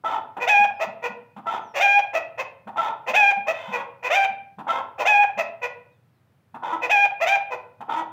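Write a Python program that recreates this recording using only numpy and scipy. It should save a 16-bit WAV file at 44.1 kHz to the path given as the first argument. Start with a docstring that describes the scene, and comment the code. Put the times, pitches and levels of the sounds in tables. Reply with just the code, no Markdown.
"""A quiet brick courtyard; close to the microphone, an uneasy rooster held on a woven cot.
He opens with a rattling rasp that catches on a tone, then a huff, a cluck that leaps into a held
squawk, soft grunts and more clucks: pulses and hiss from the syrinx, coloured by throat and microphone.
The walls ring after every call, and a small bird chirps far off. Five more scolding phrases follow,
each led by a huff and a rasp; midway a weak wheeze draws out between the clucks."""
import sys
import numpy as np
from scipy import signal
from scipy.fft import rfft, irfft, next_fast_len
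from scipy.io import wavfile
from scipy.ndimage import uniform_filter1d

SR = 44100
rng = np.random.default_rng(int(sys.argv[2]) if len(sys.argv) > 2 else 0)


def generate_wav(sig):
    """Save sig (samples, or channels by samples) to the path in sys.argv[1] as 16-bit PCM at SR."""
    pcm = np.round(np.clip(np.atleast_2d(sig).T, -1, 1) * 32767).astype(np.int16)
    wavfile.write(sys.argv[1], SR, pcm)


N = 358091
BAND_LIMIT_HZ = 15780


def gain_of(db):
    """Decibels to a factor."""
    return 10 ** (np.asarray(db) / 20)


def unit_rms(x):
    """Scales to rms 1."""
    return x / np.sqrt(np.mean(x ** 2) + 1e-20)


def steadied(x, size=600):
    """Scales to rms 1 over every short stretch."""
    return x / np.sqrt(abs(uniform_filter1d(x ** 2, size)) + 1e-12)


def curve_at(points, hz):
    """Reads a table on a log-frequency axis."""
    f, value = np.transpose(points)
    return np.interp(np.log(hz + 1), np.log(f + 1), value)


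def coloured(x, points):
    """Filters by an (f/Hz, gain/dB) table; the resonances ring after each pulse, never before it."""
    size = 2 * next_fast_len(len(x) // 2 + 2048)
    log_gain = np.log(gain_of(curve_at(points, abs(np.fft.fftfreq(size, 1 / SR)))))
    response = np.exp(np.conj(signal.hilbert(log_gain)))[:size // 2 + 1]
    return irfft(rfft(x, size) * response, size)[:len(x)]


def below(x, hz):
    """The part of x under hz."""
    size = next_fast_len(len(x) + 512)
    f = np.fft.rfftfreq(size, 1 / SR)
    return irfft(rfft(x, size) / (1 + (f / hz) ** 12), size)[:len(x)]


def wander(count, hz):
    """Random drift of about rms 1, mostly slower than hz."""
    size = next_fast_len(2 * count)
    f = np.fft.rfftfreq(size, 1 / SR)
    return unit_rms(irfft(rfft(rng.standard_normal(size)) / (1 + (f / hz) ** 4), size))[:count]


def add(mix, s, sound):
    """Mixes a sound in at time s."""
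    part = mix[max(round(s * SR), 0):][:len(sound)]
    part += sound[:len(part)]


# Spectrum of the open air around the microphone: f/Hz, relative level/dB
AIR_SPECTRUM = [(18, -56), (30, -23.5), (59, -34), (73, -19.5), (102, 0), (123, -2.5), (137, -4),
                (292, -18.5), (1590, -28), (7080, -46.5), (15500, -44.5)]


def air(level_db=-61.5):
    """The quiet outdoor background, there from the start."""
    return gain_of(level_db) * unit_rms(coloured(rng.standard_normal(N), AIR_SPECTRUM))


def voice(rows, colour, jitter, shimmer, hiss, flutter_hz, waver=0.0042, quiver=0.009,
          droop_db=6, bite_db=15, ease=0.54, attack_s=0.0036, release_s=0.017):
    """Pulses and gated hiss from the syrinx, given a tone colour; returns start time and sound."""
    # rows: t/s, f/Hz, level/dB, brightness/dB, roughness/0-1
    times, *columns = np.transpose(rows)
    t = np.arange(times[0], times[-1], 1 / SR)
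    hz, level_db, bright_db, rough = (np.interp(t, times, c) for c in columns)
    rough = np.clip(rough, 0, 1)
    # roughness unsettles the pace; even a clean note wavers and quivers a little
    unrest = jitter * rough * wander(len(t), flutter_hz)
    unrest += waver * wander(len(t), 49) + quiver * wander(len(t), 700)
    cycles = np.cumsum(hz * (1 + unrest)) / SR
    # one narrow band-limited pulse in the middle of each cycle
    offset = cycles % 1 - 0.5
    pulses = np.sinc(2 * BAND_LIMIT_HZ * offset / hz) * np.cos(np.pi * offset) ** 2
    pulses = unit_rms(pulses - hz / (2 * BAND_LIMIT_HZ))
    pulses *= 1 + shimmer * rough * wander(len(t), flutter_hz)
    puffs = unit_rms((0.5 + np.exp(-2 * (offset % 1))) * rng.standard_normal(len(t)))
    sound = coloured((1 - rough) * pulses + hiss * rough * puffs, colour)
    # brightness sets the upper resonances against the lowest one
    low = below(sound, 1480)
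    high = steadied(sound - low)
    middle = below(high, 2900)
    # the top bites harder when the voice is rough and sinks as the effort eases
    effort_db = level_db + bright_db
    top = (high - middle) * gain_of(bite_db * (rough - 0.5) + ease * (effort_db - effort_db.max()))
    # the upper partials come last and go first, as the beak closes
    bright_db = bright_db - droop_db * np.exp((t - times[-1]) / release_s)
    edge = np.minimum((t - times[0]) / attack_s, (times[-1] - t) / release_s)
    sound = steadied(low) + gain_of(bright_db) * (middle + top * np.tanh(edge / 2)) * np.tanh(edge)
    return times[0], gain_of(level_db) * sound * np.tanh(2 * edge)


def rasp_contour(s, length, hoarse_hz, db, bright_db, rough, tone_at_s, tone_s,
                 swell_s=0.0076, fade_s=0.01, edge_db=-7.5, dull_db=-16, sag_db_per_s=12,
                 yield_db=-6, rattle_db=3.0, rattle_hz=75, unevenness=0.36):
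    """Hoarse air swells from a dull start, rattles, and yields while the syrinx locks onto a tone."""
    t = np.arange(0, length, 1 / SR)
    caught = np.exp(-(2 * (t - tone_at_s) / tone_s) ** 4)
    opening, closing = np.exp(-t / swell_s), np.exp((t - length) / fade_s)
    pace_hz = rattle_hz * (1 + unevenness * wander(len(t), rattle_hz))
    rattle = np.cos(2 * np.pi * np.cumsum(pace_hz) / SR)
    level_db = db + edge_db * (opening + closing) - sag_db_per_s * (t - length / 2)
    level_db += yield_db * caught + rattle_db * rattle
    bright_db = bright_db + dull_db * opening - yield_db * caught / 2
    rough = rough + (1 - rough) * np.maximum(caught, opening)
    return np.column_stack([s + t, np.full(len(t), hoarse_hz), level_db, bright_db, rough])


def catch_contour(middle_s, length, hz, db, bright_db=-14, edge_db=-7, sag=0.028,
                  rough=0.06, edge_rough=0.11, fringe_s=0.005):
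    """The tone inside a rasp: one clean arch that sags as it lets go."""
    half = length / 2
    return [(middle_s - half - fringe_s, hz, db + edge_db, bright_db, edge_rough),
            (middle_s - half / 2, hz, db, bright_db, rough),
            (middle_s + half / 2, hz, db, bright_db, rough),
            (middle_s + half + fringe_s, hz * (1 - sag), db + edge_db, bright_db, edge_rough)]


# Rasps, close to the microphone: t/s, length/s, f/Hz, relative level/dB, brightness/dB, roughness/0-1,
# then the tone each catches on: its middle after the start/s, length/s, f/Hz, lift/dB
RASP_CALLS = [(0.037, 0.17, 441, -22.5, -17, 0.72, .033, 0.035, 662, 2.5),
              (1.457, 0.15, 447.4, -25.5, -14.5, 0.81, .029, .032, 668, 5),
              (2.757, 0.17, 449.7, -23, -14.5, .74, 0.042, 0.029, 668.6, 6.5),
              (4.667, 0.16, 533, -23, -11.5, 0.53, 0.04, 0.028, 664.7, 6.5),
              (6.623, 0.17, 494.6, -25, -17.5, 0.66, .121, .03, 329.6, 7.5),
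              (7.884, 0.16, 449.4, -22.5, -18, 0.78, .11, 0.061, 322, 1.5)]
# Course of the one weak wheeze: t/s, f/Hz, relative level/dB, brightness/dB, roughness/0-1
WHEEZE_CONTOUR = [(3.529, 508.4, -45.5, 3, 0.5), (3.602, 504.7, -41.5, 0.5, 0.56),
                  (3.701, 512.4, -34, -9, 0.57), (3.808, 560.3, -28, -11, 0.39),
                  (3.882, 518, -43, -17, 0.2)]
# Tone colour of the rasp, throat resonances plus the microphone's treble peaks: f/Hz, gain/dB
RASP_COLOUR = [(60, -38.5), (230, -16.5), (325, -15), (420, -15.5), (680, -6.5), (920, 8), (1130, -7.5),
               (1340, -2), (1620, -15), (2100, -11), (2700, -21.5), (3550, -15.5), (4100, -36.5),
               (6200, -35.5), (10500, -55), (14000, -48)]
# Tone colour of the rasp while it is caught on a tone: f/Hz, gain/dB
CATCH_COLOUR = [(60, -38), (230, -24), (325, -10.5), (500, -20), (660, -17.5), (980, 4.5), (1140, -12.5),
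                (1335, -6), (1620, -19.5), (2000, -12.5), (2700, -29), (3400, -24.5), (4100, -36.5),
                (6200, -31.5), (14000, -51.5)]


def rasps():
    """Hoarse rattling air that catches on a tone, and a wheeze of the same hoarse colour."""
    out = np.zeros(N)
    contours = [rasp_contour(*row[:8]) for row in RASP_CALLS]
    for rows in contours + [WHEEZE_CONTOUR]:
        add(out, *voice(rows, RASP_COLOUR, jitter=0.045, shimmer=1.1, hiss=0.7, flutter_hz=109.1,
                        quiver=0.006))
    for s, _, _, db, _, _, tone_at_s, tone_s, tone_hz, lift_db in RASP_CALLS:
        rows = catch_contour(s + tone_at_s, tone_s, tone_hz, db + lift_db)
        add(out, *voice(rows, CATCH_COLOUR, jitter=0.087, shimmer=0.63, hiss=0.8, flutter_hz=110))
    return gain_of(-3.5) * out


# Toneless huffs, close to the microphone: t/s, length/s, level/dB
HUFF_BREATHS = [(0.366, 0.027, -27), (1.362, 0.039, -37.5), (2.671, 0.032, -32), (4.584, 0.036, -33),
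                (6.542, 0.03, -33), (7.805, 0.0276, -31)]


def huffs(hz=850, bright_db=-15, ring_s=0.01):
    """Air alone, through a nearly shut beak."""
    out = np.zeros(N)
    beak = [(60, -32), (200, -18), (580, -14), (hz, 0), (1150, -10), (1400, -11), (3500, -25),
            (4500, -40), (14000, -48)]  # f/Hz, gain/dB
    for s, length, db in HUFF_BREATHS:
        rows = [(s, hz, db - 2.5, bright_db, 1),
                (s + 0.38 * length, hz, db - 5.5, bright_db, 1),
                (s + length + ring_s, hz, db - 0.5, bright_db, 1)]
        add(out, *voice(rows, beak, jitter=0, shimmer=0, hiss=1, flutter_hz=100))
    return out


# Clucks, close to the microphone: t/s, length/s, top f/Hz, relative level/dB, brightness/dB,
# roughness/0-1
CLUCK_CALLS = [(0.397, 0.072, 493, -24, -2.5, 0.4), (0.794, 0.062, 673.4, -20, -7.5, 0.63),
               (1.021, 0.068, 480.7, -23.5, -4.5, 0.42), (1.739, 0.074, 545, -23.5, -3.5, 0.63),
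               (2.13, 0.066, 648.6, -19, -6.5, 0.56), (2.375, 0.056, 524.2, -24, -4, 0.53),
               (3.063, 0.066, 500.6, -22, -5, 0.58), (3.465, 0.062, 649.3, -18.5, -6.5, 0.51),
               (3.716, 0.067, 492.2, -24, -3, 0.38), (4.025, 0.076, 504.3, -25, -1.5, 0.43),
               (4.98, 0.069, 513.6, -21, -9.5, 0.7), (5.371, 0.059, 660, -19.5, -5, 0.56),
               (5.615, 0.061, 494.3, -24, -2, 0.35), (6.813, 0.065, 495.5, -23.5, -1.5, 0.41),
               (7.201, 0.062, 671.5, -17, -5, 0.41), (7.502, 0.06, 505.5, -24.5, -9, 0.49)]
# Tone colour of the cluck, throat resonances plus the microphone's treble peaks: f/Hz, gain/dB
CLUCK_COLOUR = [(200, -28.5), (640, 4), (1000, -2.5), (1600, -12), (2000, 1.5), (2200, -7), (2520, 0.5),
                (2900, -14), (3600, -17.5), (4200, -24.5), (6300, -21), (8000, -35.5), (10500, -44.5),
                (14000, -34)]


def clucks(rest_hz=490, onset_db=-15, swell_db=2, end_db=-18, lead_s=0.001, linger_s=0.012):
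    """Each cluck is a short arch of pitch and effort, cleanest in its middle."""
    out = np.zeros(N)
    for s, length, top_hz, db, bright_db, rough in CLUCK_CALLS:
        rows = [(s - lead_s, rest_hz, db + onset_db, bright_db, 1.4 * rough),
                (s + 0.36 * length, top_hz, db + swell_db, bright_db, rough),
                (s + 0.7 * length, top_hz, db + swell_db, bright_db, 0.85 * rough),
                (s + length + linger_s, (rest_hz + top_hz) / 2, db + end_db, bright_db, 3.6 * rough)]
        add(out, *voice(rows, CLUCK_COLOUR, jitter=0.079, shimmer=0.59, hiss=0.53, flutter_hz=218.2))
    return gain_of(-4.0) * out


def squawk_contour(s, length, leap_s, crest_s, first_hz, crest_hz, held_hz,
                   db, push_db, bright_db, brighten_db,
                   onset_s=0.0055, onset_db=-9, leap_dull_db=-5, crack_db=-7, crack_s=0.0081,
                   leap_rough=0.44, clear_s=0.022, held_rough=0.03, creep_hz_per_s=196,
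                   break_s=0.031, snap_s=0.009, break_rough=0.42, drop_hz=58.6, fade_db=-7):
    """The pitch leaps and cracks into a crest, creeps up on a held note, and drops as the voice breaks."""
    t = np.arange(0, length, 1 / SR)
    leap = np.minimum(t / leap_s, 1)
    held_s = np.maximum(t - leap_s, 0)
    progress = held_s / (length - leap_s)
    crest = np.exp(-(held_s / crest_s) ** 4)
    # at the top of the leap the fundamental drops out for a moment
    dropout_db = crack_db * np.exp(-((t - leap_s - crack_s / 2) / crack_s) ** 2)
    # the note snaps into roughness, then dies away
    since_break = np.maximum(t - length + break_s, 0)
    broken = np.minimum(since_break / snap_s, 1)
    dying = since_break / break_s
    leap_hz = first_hz + (crest_hz - first_hz) * leap
    note_hz = held_hz + creep_hz_per_s * (held_s - held_s[-1] / 2)
    hz = crest * leap_hz + (1 - crest) * note_hz - drop_hz * dying
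    rough = held_rough + leap_rough * np.exp(-held_s / clear_s) + break_rough * broken
    level_db = db + onset_db * np.exp(-t / onset_s) + push_db * progress ** 2
    level_db += fade_db * dying ** 2 + dropout_db
    bright_db = bright_db + leap_dull_db * (1 - leap) + brighten_db * progress ** 2 - dropout_db
    return np.column_stack([s + t, hz, level_db, bright_db, rough])


# Squawks, close to the microphone: t/s, length/s, leap/s, crest/s, first f/Hz, crest f/Hz, held f/Hz,
# relative level/dB, its rise over the note/dB, brightness/dB, its rise over the note/dB
SQUAWK_CALLS = [(.468, 0.2, .027, 0.046, 628, 845, 814.6, -19.5, 2.5, -1, -2.5),
                (1.795, 0.22, .03, 0.041, 629, 810.3, 808.5, -19.5, 1, -1, -1),
                (3.134, .2, 0.031, .062, 619, 843, 799.7, -19, 0, -0.5, -0.5),
                (4.098, 0.17, 0.059, 0.036, 545, 797.3, 786.5, -20.5, 2, -0.5, 1.5),
                (5.049, 0.21, .031, 0.052, 606.5, 850.6, 817.7, -19.5, 4, -1, -5.5),
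                (6.893, .182, .022, 0.047, 603, 838.4, 804.5, -20.5, 2, -0.5, -0.5),
                (7.258, 0.12, 0.034, .025, 672, 781, 802.7, -22, 1, 1, 2.5)]
# Tone colour of the squawk, throat resonances plus the microphone's treble peaks: f/Hz, gain/dB
SQUAWK_COLOUR = [(200, -42), (430, -12.5), (700, -0.5), (1300, -13.5), (2050, -2), (2500, -1.5),
                 (3230, -13), (3650, -8), (4150, -28), (5000, -23.5), (6100, -19), (8000, -34.5),
                 (10500, -44.5), (14000, -36)]


def squawks():
    """A rough leap in pitch, a clean held note, a rough break."""
    out = np.zeros(N)
    for row in SQUAWK_CALLS:
        add(out, *voice(squawk_contour(*row), SQUAWK_COLOUR, jitter=0.042, shimmer=0.57, hiss=0.59,
                        flutter_hz=333, waver=0.0025, bite_db=28))
    return gain_of(-0.33) * out


# Grunts, close to the microphone: t/s, middle f/Hz, relative level/dB
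GRUNT_NOTES = [(0.587, 214.8, -46), (0.859, 209.3, -47), (1.084, 212, -47), (1.355, 214.5, -45),
               (2.655, 218.6, -45), (3.085, 228, -48), (3.36, 209.7, -47.5), (3.672, 201.2, -43.5),
               (4.289, 217.4, -55), (4.568, 205.5, -45.5), (5.359, 217.3, -47), (6.53, 234.7, -50),
               (7.79, 234, -53)]


def grunts(length=0.04675, rise=0.53):
    """Soft, nearly pure low notes that slide upward."""
    out = np.zeros(N)
    progress = np.linspace(0, 1, int(length * SR))
    swell = np.sin(np.pi * progress) ** 2
    for s, hz, db in GRUNT_NOTES:
        cycles = np.cumsum(hz * (1 + rise * (progress - 0.5))) / SR
        add(out, s, gain_of(db) * unit_rms(swell * np.sin(2 * np.pi * cycles)))
    return gain_of(1.0) * out


# A small bird, far from the microphone: t/s, length/s, first f/Hz, last f/Hz, level/dB
BIRD_CHIRPS = [(0.718, 0.136, 5597, 4686, -75), (1.593, 0.18, 6800, 5470, -71),
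               (5.899, 0.1, 4126, 3380, -83.5), (6.122, .1, 4836, 3766, -88)]


def far_bird():
    """Thin falling whistles."""
    out = np.zeros(N)
    for s, length, first_hz, last_hz, db in BIRD_CHIRPS:
        progress = np.linspace(0, 1, int(length * SR))
        hz = last_hz + (first_hz - last_hz) * (1 - progress) ** 2
        hz *= 1 + 0.021 * wander(len(progress), 150)
        whistle = np.sin(2 * np.pi * np.cumsum(hz) / SR)
        add(out, s, gain_of(db) * unit_rms(np.sin(np.pi * progress) * whistle))
    return out


def cot(x, scatter_db=-3, spread_s=0.018):
    """The weave and frame close by scatter the treble into a quick cluster of reflections."""
    t = np.arange(SR // 30) / SR
    echoes = rng.standard_normal(len(t)) * np.exp(-t / spread_s)
    echoes = coloured(echoes / np.linalg.norm(echoes), [(800, -10.0), (2400, -1.0), (3600, -0.5)])
    return x + gain_of(scatter_db) * signal.fftconvolve(x, echoes)[:N]


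def nearest_wall(x, delay_s=0.055, echo_db=-12):
    """The nearest wall returns one dull echo, which draws out each held note."""
    out = np.zeros(N)
    add(out, delay_s, gain_of(echo_db) * signal.lfilter(*signal.butter(2, 2000, fs=SR), x))
    return out


# Ring of the brick walls around the microphone: f/Hz, time to fall 60 dB/s
YARD_DECAY = [(150, 0.39), (500, 0.51), (1000, 0.44), (2500, 0.44), (5000, 0.21), (12000, 0.085)]


def courtyard(x, tail_db=-10, build_s=0.052):
    """A tail from the walls that builds up and dies band by band."""
    count = SR // 20  # one reflection in every 20 samples
    taps = np.zeros(SR)
    taps[np.arange(count) * 20 + rng.integers(0, 20, count)] = rng.choice([-1., 1.], count)
    hz, t, bands = signal.stft(taps, SR, nperseg=256)
    walls = [(150, 1.5), (600, -4.5), (2500, -9.5), (5000, -0.5), (12000, -3)]  # f/Hz, gain/dB
    band_db = curve_at(walls, hz)[:, None] - 60 * t / curve_at(YARD_DECAY, hz)[:, None]
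    bands = bands * gain_of(band_db) * (1 - np.exp(-t / build_s))
    tail = signal.istft(bands, SR, nperseg=256)[1][:SR]
    midrange = abs(rfft(tail, SR))[500:2500]
    return gain_of(tail_db) * signal.fftconvolve(x, tail / np.sqrt(np.mean(midrange ** 2)))[:N]


def scene():
    """One microphone by the cot: the rooster close, the walls around, the small bird far off."""
    rooster = cot(squawks() + clucks() + rasps() + huffs() + grunts())
    return (rooster + nearest_wall(rooster) + courtyard(rooster) + far_bird() + air())[None]


def record(dry, low_cut_hz=68):
    """The recorder's bass cut and band limit."""
    thin = signal.sosfilt(signal.butter(3, low_cut_hz, "high", fs=SR, output="sos"), dry)
    lowpass = signal.firwin(511, BAND_LIMIT_HZ, window=("kaiser", 9), fs=SR)
    return signal.oaconvolve(thin, lowpass[None], "same")


dry = scene()
out = record(dry)
generate_wav(out)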